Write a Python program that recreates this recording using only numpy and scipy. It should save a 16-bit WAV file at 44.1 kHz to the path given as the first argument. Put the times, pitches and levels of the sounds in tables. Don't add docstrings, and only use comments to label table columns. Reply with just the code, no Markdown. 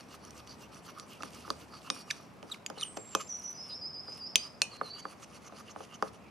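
import sys
import numpy as np
from scipy import signal
from scipy.fft import rfft, irfft
from scipy.io import wavfile
from scipy.ndimage import uniform_filter1d

SR = 44100
rng = np.random.default_rng(int(sys.argv[2]) if len(sys.argv) > 2 else 0)


def int16_out(signal):
    q = np.round(np.clip(np.atleast_2d(signal).T, -1, 1) * 32767)
    wavfile.write(sys.argv[1], SR, q.astype(np.int16))


N = 278120

TIME = np.arange(N) / SR
AGE = np.arange(SR // 3) / SR
WETTED_S = 2.53
GRIP_S = 2.7
# (pitch_hz, relative level_db, time to fall 60 dB_s)
FOOT_MODES = [(1089, 5, 0.014), (1276, 7, 0.012), (1648, 4, 0.0056), (1228, -11.5, 0.046)]


def stirring(stirs):
    # (middle_s, level_db, half_length_s)
    scrapes = [(0.0, -54, 0.012), (0.89, -55, 0.022), (1.473, -59, 0.0071), (1.972, -52, 0.029),
               (2.185, -58, 0.043), (2.523, -53.5, 0.03), (2.821, -52.5, 0.035), (2.973, -49.5, 0.005),
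               (3.138, -57, 0.012), (3.209, -46.5, 0.012), (3.436, -63.5, 0.021), (3.69, -62.5, 0.051),
               (4.137, -62, 0.06), (4.453, -57, 0.021), (6.144, -63, 0.012)]
    # (time_s, level_db)
    drag = [(0.0, -63.5), (0.9, -68), (1.35, -54), (1.7, -62.5), (2.1, -66), (2.7, -72), (3.15, -58),
            (3.55, -63.5), (3.9, -72.5), (4.5, -69), (5.2, -69.5), (6.1, -67.5), (6.31, -72.5)]
    # (pitch_hz, relative level_db per Hz)
    powder = [(1500, -3.5), (2100, -0.5), (2950, 3.5), (3600, -2), (4650, 4), (5300, 1.5), (6100, -0.5),
              (7300, -6), (9800, -3), (11200, -11.5), (12400, -4), (14000, -42), (16000, -42)]
    paste = [(1500, 0), (2200, 4.5), (3000, 0.5), (3800, 0), (4700, 5.5), (5400, 3.5), (6400, 3.5),
             (7700, -4), (9800, -1), (12300, -10), (14000, -16), (16000, -35)]
    # (pitch_hz, width_hz, relative level_db)
    dry_push = [(4580, 250, 0.5), (5800, 230, 0.5), (10100, 600, -8)]
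    dry_pull = [(2870, 240, 4.5), (4420, 610, -1.5), (6070, 140, -1.5), (12400, 380, -6.5)]
    wet_push = [(2840, 310, 1), (4520, 620, -0.5), (5840, 470, 2), (9500, 1000, -0.5)]
    wet_pull = [(2110, 340, 1), (2900, 230, 6), (4520, 400, -5), (6380, 600, -2), (8640, 400, -8)]
    power = np.zeros((2, N))
    for s, db, rise, fall, pushed in stirs:
        power[pushed] += swell(s, db, rise, fall)
    for s, db, half_length in scrapes:
        power += swell(s, db, half_length, half_length) / 2
    stroke_level = np.sqrt(power.sum(axis=0))
    wet = np.clip((TIME - WETTED_S) * 10, 0, 1)
    dry = 1 - wet

    grit = patchy(grains(per_s=6000, spread_db=3.8))
    rasp = dry * from_db(-4.5) * colour(grit, powder) + wet * from_db(-3.0) * colour(grit, paste)
    grinding = np.sqrt(power.sum(axis=0) + from_db(in_time(drag)[0]) ** 2)
    rasp *= grinding * from_db(2.1 * drift(150))

    rumble = rms_one(band(grains(per_s=670, spread_db=1.0), 162, 385)) * grinding * from_db(-5.5) * dry

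    pull, push = np.sqrt(power)
    slips = grains(per_s=1500, spread_db=1.5)
    dry_singing = push * resonate(slips, dry_push) + pull * resonate(slips, dry_pull)
    wet_singing = push * resonate(slips, wet_push) + pull * resonate(slips, wet_pull)
    singing = dry * from_db(-4.5) * dry_singing + wet * from_db(-2) * wet_singing

    chatter_db, firm_db, growth = -55.5, -53, 1.23
    chatter = rms_one(signal.fftconvolve(grains(per_s=900, spread_db=6.5), struck(FOOT_MODES))[:N])
    force = stroke_level / from_db(firm_db)
    return rasp + singing + rumble + chatter * from_db(chatter_db) * force ** growth


def strokes():
    # (first_stroke_s, end_s, period_s, level_db, rise_s, pull_fall_s, push_fall_s)
    spells = [(0.142, 2.2, .1235, -55.5, 0.031, 0.02, 0.027), (4.769, 6.14, .119, -56, 0.04, 0.0018, 0.011)]
    push_softer_db, spread_db = 0.04, .5
    rows = []
    for first, end, period, db, rise, pull_fall, push_fall in spells:
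        for k, s in enumerate(np.arange(first, end, period)):
            pushed = k % 2
            level_db = db - push_softer_db * pushed + spread_db * rng.standard_normal()
            rows.append((s, level_db, rise, push_fall if pushed else pull_fall, pushed))
    return rows


def swell(s, db, rise, fall):
    distance = (TIME - s) / np.where(TIME < s, rise, fall)
    return from_db(db) ** 2 * np.exp(-np.minimum(distance ** 2, 50))


def grains(per_s, spread_db):
    sizes = from_db(spread_db * np.minimum(rng.exponential(1, N), 4)) * rng.choice([-1, 1], N)
    return sizes * (rng.random(N) < per_s / SR)


def patchy(x):
    edges_hz = [900, 2000, 3400, 5200, 7200, 9200, 11400, 17000]
    spread_db, changes_per_s = 2.6, 60
    out = np.zeros(N)
    for k, (low, high) in enumerate(zip(edges_hz, edges_hz[1:])):
        out += band(x, low, high) * from_db(spread_db * drift(changes_per_s)) * (-1) ** k
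    return out


def resonate(x, resonances):
    shift = 1 + 0.022 * drift(22)
    out = np.zeros(N)
    for hz, width, db in resonances:
        out += sweep(x, hz * shift, width) * from_db(db + 4 * drift(35))
    return rms_one(out)


def clinks():
    contacts = [(0.008, -52.5, 4500, -65, 5800, .008, -73), (0.1482, -69, 2970, -60, 6100, .04, -86),
                (0.2505, -71, 4600, -50.5, 6100, .008, -80), (0.3072, -59, 3030, -51, 5900, .008, -72),
                (0.378, -56, 2980, -58, 6140, 0.083, -71), (0.474, -54.5, 2880, -56, 6250, .008, -77),
                (0.746, -64, 4600, -56, 6000, .03, -80), (0.998, -49, 4770, -51, 6300, 0.013, -87),
                (1.223, -42.5, 2700, -51, 5500, .008, -83), (1.2333, -44.5, 4600, -52, 6030, 0.013, -68),
                (1.5033, -37.5, 4760, -38.5, 4790, 0.014, -70),
                (1.9015, -29.5, 3840, -40, 5000, 0.013, -52.5),
                (2.1096, -34, 4700, -35, 6060, 0.044, -60.5), (2.4284, -53, 3000, -71, 6050, .01, -76),
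                (2.663, -37.5, 4880, -37.5, 6730, 0.015, -89), (2.7004, -53, 3070, -47.5, 5060, 0.01, -82),
                (2.8113, -40, 4000, -48, 6070, .006, -61), (2.9718, -46.5, 3040, -48, 6040, 0.013, -68),
                (3.15, -30.5, 3170, -29, 6140, 0.022, -49), (4.178, -57, 4600, -59, 5600, .008, -86),
                (4.357, -20.5, 3050, -19, 6120, 0.03, -43.5), (4.618, -19, 4250, -27.5, 6000, .012, -38.5),
                (6.0245, -43, 4720, -51, 6040, 0.011, -80)]
    out = np.zeros((2, N))
    for row in contacts:
        add(out, row[0], clink(*row))
    return out


def clink(s, tick_db, tick_hz, ting_db, ting_hz, ting_t60, ring_db):
    # (pitch_hz, relative level_db, time to fall 60 dB_s). the spoon's quick ting, above
    ting_modes = [(6750, 4.5, 0.0055), (9080, -1.5, 0.0063), (9280, -10, 0.02), (10680, -1, 0.0064),
                  (12750, -16.5, 0.0062)]
    spoon_modes = [(2960, -17, .12), (4130, -14, .1), (4667, -12, .12), (6088, 0, .2), (6150, -6, .12),
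                   (6750, -14, .08)]
    free_modes = [(2455, -2, .45), (5582, 2, .56), (8742, 2, .22), (10600, -26, .25)]
    held_modes = [(2466, -5, .2), (2535, -3, .11), (2590, 2, .06), (2380, -5, .05), (2640, 0, .04),
                  (2690, -5, .1), (2960, -14, .2), (4097, -15, .15), (5582, -14, .18), (6110, -7, .06),
                  (6713, -7, .08), (8742, -2, .09), (9050, -9, .07), (10100, -19, .1), (11600, -18, .09)]
    bowl = struck([(tick_hz, 0, .01), (1900, -12, .005), (2700, -11, .01), (3900, -8, .006), (4900, -9, .007)])
    tick = from_db(-4.5) * bowl + from_db(-4.0) * burst(1880, 5830, t60=0.0021)[0]
    tick = band(tick, 970, 13000)

    ting = from_db(-4.0) * struck([(ting_hz, 12.5, ting_t60)] + ting_modes)
    ting += from_db(-10.0) * burst(5300, 13600, t60=0.0066)[0]
    spoon_db = -22 if s > WETTED_S else -25
    ting += from_db(spoon_db) * struck(spoon_modes)

    wall = struck(held_modes) if s > GRIP_S else struck(free_modes) * from_db(-1.0)
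    return from_db(tick_db) * tick + from_db(ting_db) * ting + from_db(ring_db + 6.5) * wall


def squeaks():
    # (start_s, length_s, first_pitch_hz, last_pitch_hz, level_db)
    slips = [(2.101, 0.011, 3102, 1486, -31), (2.107, 0.0068, 2407, 1360, -28),
             (2.511, 0.021, 4180, 3540, -35), (2.539, 0.013, 3030, 1690, -46.5),
             (2.778, 0.014, 4320, 4000, -45), (2.811, 0.02, 4090, 3220, -42),
             (2.826, 0.015, 3244, 2720, -28.5)]
    waver, firm_db = 0.021, -27.5
    tilt_db_per_khz = 3
    out = np.zeros((2, N))
    for s, length, first_hz, last_hz, db in slips:
        u = progress(length)
        pitch = first_hz + (last_hz - first_hz) * u
        phase = glide(pitch, waver * from_db((firm_db - db) / 2))
        tone = np.zeros(len(u))
        for k in range(1, 5):
            tone += from_db(-tilt_db_per_khz * (k - 1) * pitch / 1000) * np.sin(k * phase)
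        add(out, s, np.sqrt(2) * from_db(db) * np.sin(np.pi * u) ** 2 * tone)
    return out


def slides(stirs):
    # (start_s, length_s, first_pitch_hz, last_pitch_hz, level_db)
    skates = [(.485, 0.061, 4700, 4450, -60), (1.098, .1, 2870, 2700, -59.5),
              (1.36, 0.089, 2880, 2730, -64), (1.708, 0.093, 4770, 4430, -56),
              (1.947, 0.097, 4850, 4520, -57), (2.521, 0.031, 3680, 2600, -53.5),
              (2.788, 0.026, 3860, 4100, -47), (2.821, .075, 3050, 2950, -55.5),
              (3.688, 0.068, 4200, 3970, -52.5), (6.199, 0.13, 2730, 2180, -65.5)]
    # (start_s, length_s, level_db)
    skids = [(0.883, .025, -57), (0.962, 0.024, -48.5), (0.979, .04, -52), (1.202, 0.013, -45.5),
             (1.439, 0.033, -50), (1.468, 0.015, -57), (1.726, 0.046, -53.5), (1.869, 0.015, -47.5),
             (3.196, 0.028, -44.5), (5.492, 0.012, -53)]
    smooth_s = 4.9
    out = np.zeros((2, N))
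    for s, length, first_hz, last_hz, db in skates:
        add(out, s, swish(length, first_hz, last_hz, width_hz=310, db=db))
    for s, length, db in skids:
        add(out, s, swish(length, first_hz=1360, last_hz=1134, width_hz=93, db=db))
    for s, *_, pushed in stirs:
        if s < WETTED_S and not pushed:
            add(out, s - .066, swish(0.086, first_hz=9040, last_hz=4470, width_hz=2500, db=-65))
        if s > smooth_s and not pushed:
            add(out, s - 0.025, swish(0.033, first_hz=6550, last_hz=5870, width_hz=630, db=-54))
    return out


def swish(length_s, first_hz, last_hz, width_hz, db):
    u = progress(length_s)
    ringing = sweep(rng.standard_normal(len(u)), first_hz + (last_hz - first_hz) * u, width_hz)
    return from_db(db) * np.sqrt(.5) * rms_one(np.sin(np.pi * u) * ringing)


def crackles():
    # (start_s, length_s, level_db)
    tears = [(3.385, 0.017, -62), (3.432, 0.011, -60), (3.485, .06, -63.5), (4.17, 0.019, -61)]
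    out = np.zeros((2, N))
    for s, length, db in tears:
        u = progress(length)
        pops = band(grains(per_s=2500, spread_db=7.0)[:len(u)], 8400, 12960)
        add(out, s, from_db(db) * rms_one(np.sin(np.pi * u) * pops))
    return out


def knocks():
    # (start_s, foot_level_db, thump_level_db), before the blend below
    landings = [(1.2087, -55, -53), (1.233, -40, -50), (1.478, -48, -53.5), (1.503, -32, -44),
                (1.9011, -35, -47), (2.4283, -54.5, -50), (2.7007, -44.5, -44), (2.7742, -53, -51),
                (2.9704, -47, -42), (3.15, -26, -35.5), (4.082, -56, -50.5), (4.357, -46.5, -50),
                (4.6176, -47, -46.5), (4.8125, -30, -40.5), (5.053, -36, -47), (5.523, -50.5, -50),
                (5.7606, -44.5, -46), (5.805, -48, -46.5), (6.0245, -28, -34.5)]
    # (pitch_hz, relative level_db, time to fall 60 dB_s)
    board_modes = [(193.8, -13, 0.23), (295.6, -11, 0.096), (433, -6.5, 0.16), (536, -5.5, 0.15),
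                   (603, -2.5, 0.028), (792, 2.5, 0.03), (1243, -20.5, 0.16)]
    out = np.zeros((2, N))
    for s, knock_db, thump_db in landings:
        boards = from_db(-0.5) * struck(board_modes)
        boards = boards + from_db(-3.0) * burst(260, 890, t60=0.037)
        boards += from_db(-3.5) * burst(202, 810, t60=0.17)
        if s < GRIP_S:
            boards += from_db(0.5) * burst(213, 327, t60=0.11)
        crack = from_db(-16.0) * burst(1000, 3700, t60=0.013)[0]
        foot = from_db(knock_db - 2.0) * struck(FOOT_MODES)
        add(out, s, from_db(thump_db) * (boards + crack) + foot)
    return out


def warbler():
    # (start_s, length_s, first_pitch_hz, last_pitch_hz, middle_arch_hz, level_db)
    whistles = [(2.791, 0.11, 9030, 7770, 457, -47.5), (2.944, 0.18, 7560, 7510, -31.5, -53),
                (3.097, 0.16, 7390, 7330, -21.5, -50.5), (3.271, 0.02, 4730, 6700, 200, -53),
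                (3.287, 0.077, 6150, 6096, -330, -38.5), (3.418, 0.02, 4970, 6550, 150, -49.5),
                (3.433, 0.081, 5940, 6036, -130, -40), (3.54, 0.028, 4870, 5000, 7, -60),
                (4.709, 0.039, 4730, 4060, -120, -50.5), (4.826, 0.069, 4520, 4060, -170, -49),
                (4.894, 0.089, 4450, 4570, 71, -45)]
    # (start_s, held_pitch_hz, flick_hz, level_db)
    slurs = [(3.566, 5046, 232, -44.5), (3.683, 4940, 350, -41.5), (3.806, 4930, 170, -39.5),
             (3.933, 4910, 140, -43), (4.062, 4906, 190, -43), (4.198, 4777, 462, -41.5),
             (4.362, 4720, 330, -42.5)]
    slur_s, climb_hz = .092, 137
    flick_at, flick_span = .68, .08
    song = np.zeros((1, N))
    for s, length, first_hz, last_hz, arch_hz, db in whistles:
        u = progress(length)
        add(song, s, note(first_hz + (last_hz - first_hz) * u + arch_hz * np.sin(np.pi * u), db))
    for s, hz, flick_hz, db in slurs:
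        u = progress(slur_s)
        flick = (1 + np.tanh((u - flick_at) / flick_span)) / 2
        add(song, s, note(hz + climb_hz * u + flick_hz * flick, db, fade=0.44))
    shared, apart = echoes(song, t60=0.4, delay_s=0.011)
    opposed = apart * [[1], [-1]]
    return pan(from_db(-2.0) * song + from_db(-3.5) * shared + from_db(-15.5) * opposed, -1.8)


def note(pitch, db, fade=0.27):
    waver = 0.0097 if pitch.mean() < 4750 else 0.006
    phase = glide(pitch, waver)
    return np.sqrt(2) * from_db(db) * signal.windows.tukey(len(pitch), fade) * np.sin(phase)


def garden():
    # (pitch_hz, relative level_db per Hz)
    air_spectrum = [(25, -32), (45, -20), (90, -4), (220, 0), (330, -6), (650, -7), (1200, -10),
                    (1650, -18), (2500, -19), (3300, -26), (7000, -35), (12500, -40), (16000, -52)]
    # (pitch_hz, likeness from 0 to 1)
    likeness = [(40, 0.15), (100, 0.57), (500, 0.62), (1200, 0.46), (4000, 0.55), (14000, 0.39)]
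    # (time_s, level_db)
    drone_level = [(0.0, -77), (0.35, -61), (.6, -66), (1.1, -80), (1.33, -63), (1.78, -63.5),
                   (1.95, -82.5), (4.92, -74), (5.57, -75), (6.31, -70)]
    mid, side = rfft(rng.standard_normal((2, N)))
    alike = np.clip(at_hz(likeness, np.fft.rfftfreq(N, 1 / SR)), 0, 1)
    both = np.sqrt(1 + alike) * mid + np.sqrt(1 - alike) * side * [[1], [-1]]
    air = colour(irfft(both, N), air_spectrum) * from_db(-54)
    drone_hz = 71.5 * (1 + .02 * drift(12.0))
    phase = 2 * np.pi * np.cumsum(drone_hz) / SR
    engine = np.sin(phase) + from_db(-3.5) * np.sin(1.5 * phase)
    return pan(air + rms_one(engine) * from_db(in_time(drone_level)[0]), 0.45)


def soften(x, hz):
    dull = signal.sosfilt(signal.butter(4, min(hz, SR / 2 - 1000), fs=SR, output="sos"), x)
    return signal.sosfilt(signal.butter(2, 110, "high", fs=SR, output="sos"), dull)


def ports(x):
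    # (pitch_hz, difference_db)
    port_db = [(60, -1.5), (110, 4), (230, 0), (450, 4.5), (700, 1), (1290, -5), (2380, -4.5), (4400, -1),
               (8120, -2), (15000, -0.5)]
    # (pitch_hz, lead in radians)
    port_phase = [(100, -0.091), (430, 0.53), (860, -0.26), (3000, 0.36), (6500, -0.59), (9000, 1),
                  (16000, 0.98)]
    hz = np.fft.rfftfreq(N, 1 / SR)
    half = from_db(at_hz(port_db, hz) / 2) * np.exp(.5j * at_hz(port_phase, hz))
    return irfft(rfft(x) * np.array([half, 1 / half]), N)


def echoes(x, t60, delay_s):
    t = TIME[:SR]
    tail = rng.standard_normal((2, SR)) * from_db(-60 * t / t60) * (t > delay_s)
    return signal.fftconvolve(np.atleast_2d(x), rms_one(tail) / np.sqrt(SR), axes=1)[:, :N]


def struck(modes):
    hz, db, t60 = np.transpose(modes)[:, :, None]
    gain = from_db(db + rng.standard_normal(db.shape) - 60 * AGE / t60)
    signs = (-1) ** np.arange(len(modes))[:, None]
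    return unit_blow(np.sum(gain * np.sin(2 * np.pi * hz * AGE) * signs, axis=0))


def burst(low_hz, high_hz, t60):
    noise = rng.standard_normal((2, len(AGE))) * from_db(-60 * AGE / t60)
    return unit_blow(band(noise, low_hz, high_hz))


def sweep(x, hz, width_hz):
    turn = np.exp(2j * np.pi * np.cumsum(hz) / SR)
    r = np.exp(-1.5 * np.pi * width_hz / SR)
    return rms_one((turn * signal.lfilter([1], [1, -2 * r, r * r], x / turn)).real)


def glide(pitch, waver):
    wobble = rms_one(uniform_filter1d(rng.standard_normal(len(pitch)), size=60))
    return 2 * np.pi * np.cumsum(pitch * (1 + waver * wobble)) / SR


def progress(length_s):
    return np.linspace(0, 1, int(length_s * SR))


def drift(rate):
    knots = rng.standard_normal(int(N / SR * rate) + 2)
    return rms_one(np.interp(TIME * rate, np.arange(len(knots)), knots))


def colour(x, spectrum):
    return rms_one(irfft(rfft(x) * from_db(at_hz(spectrum, np.fft.rfftfreq(N, 1 / SR))), N))


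def band(x, low_hz, high_hz):
    return signal.sosfilt(signal.butter(2, [low_hz, min(high_hz, SR / 2 - 1000)], "band", fs=SR, output="sos"), x)


def at_hz(points, hz):
    return np.interp(np.log(hz + 1), np.log(np.array(points)[:, 0]), np.array(points)[:, 1])


def in_time(rows):
    s, *columns = np.transpose(rows)
    return [np.interp(TIME, s, c) for c in columns]


def from_db(db):
    return 10 ** (np.asarray(db) / 20)


def rms_one(x):
    return x / np.sqrt(np.mean(x ** 2) + 1e-20)


def unit_blow(x):
    return x / np.sqrt(np.mean(x[..., :int(.012 * SR)] ** 2) + 1e-20)


def pan(x, left_db):
    return x * from_db([[left_db / 2], [-left_db / 2]])


def add(out, s, x):
    i = int(s * SR)
    out[:, i:i + x.shape[-1]] += x[..., :N - i]


def scene():
    stirs = strokes()
    contacts = soften(clinks() + knocks() + crackles(), hz=11300)
    cup = ports(stirring(stirs) + contacts + squeaks() + slides(stirs))
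    table_echo = from_db(-11.0) * echoes(cup, t60=0.026, delay_s=0.00033)
    garden_echo = from_db(-19.0) * echoes(cup, t60=0.3, delay_s=0.0093)
    return cup + table_echo + garden_echo + warbler() + garden()


def record(dry):
    rounded = .9 * np.tanh(dry / .9)
    return signal.sosfilt(signal.ellip(10, .1, 80, 16000, fs=SR, output="sos"), rounded)


dry = scene()
out = record(dry)
int16_out(out)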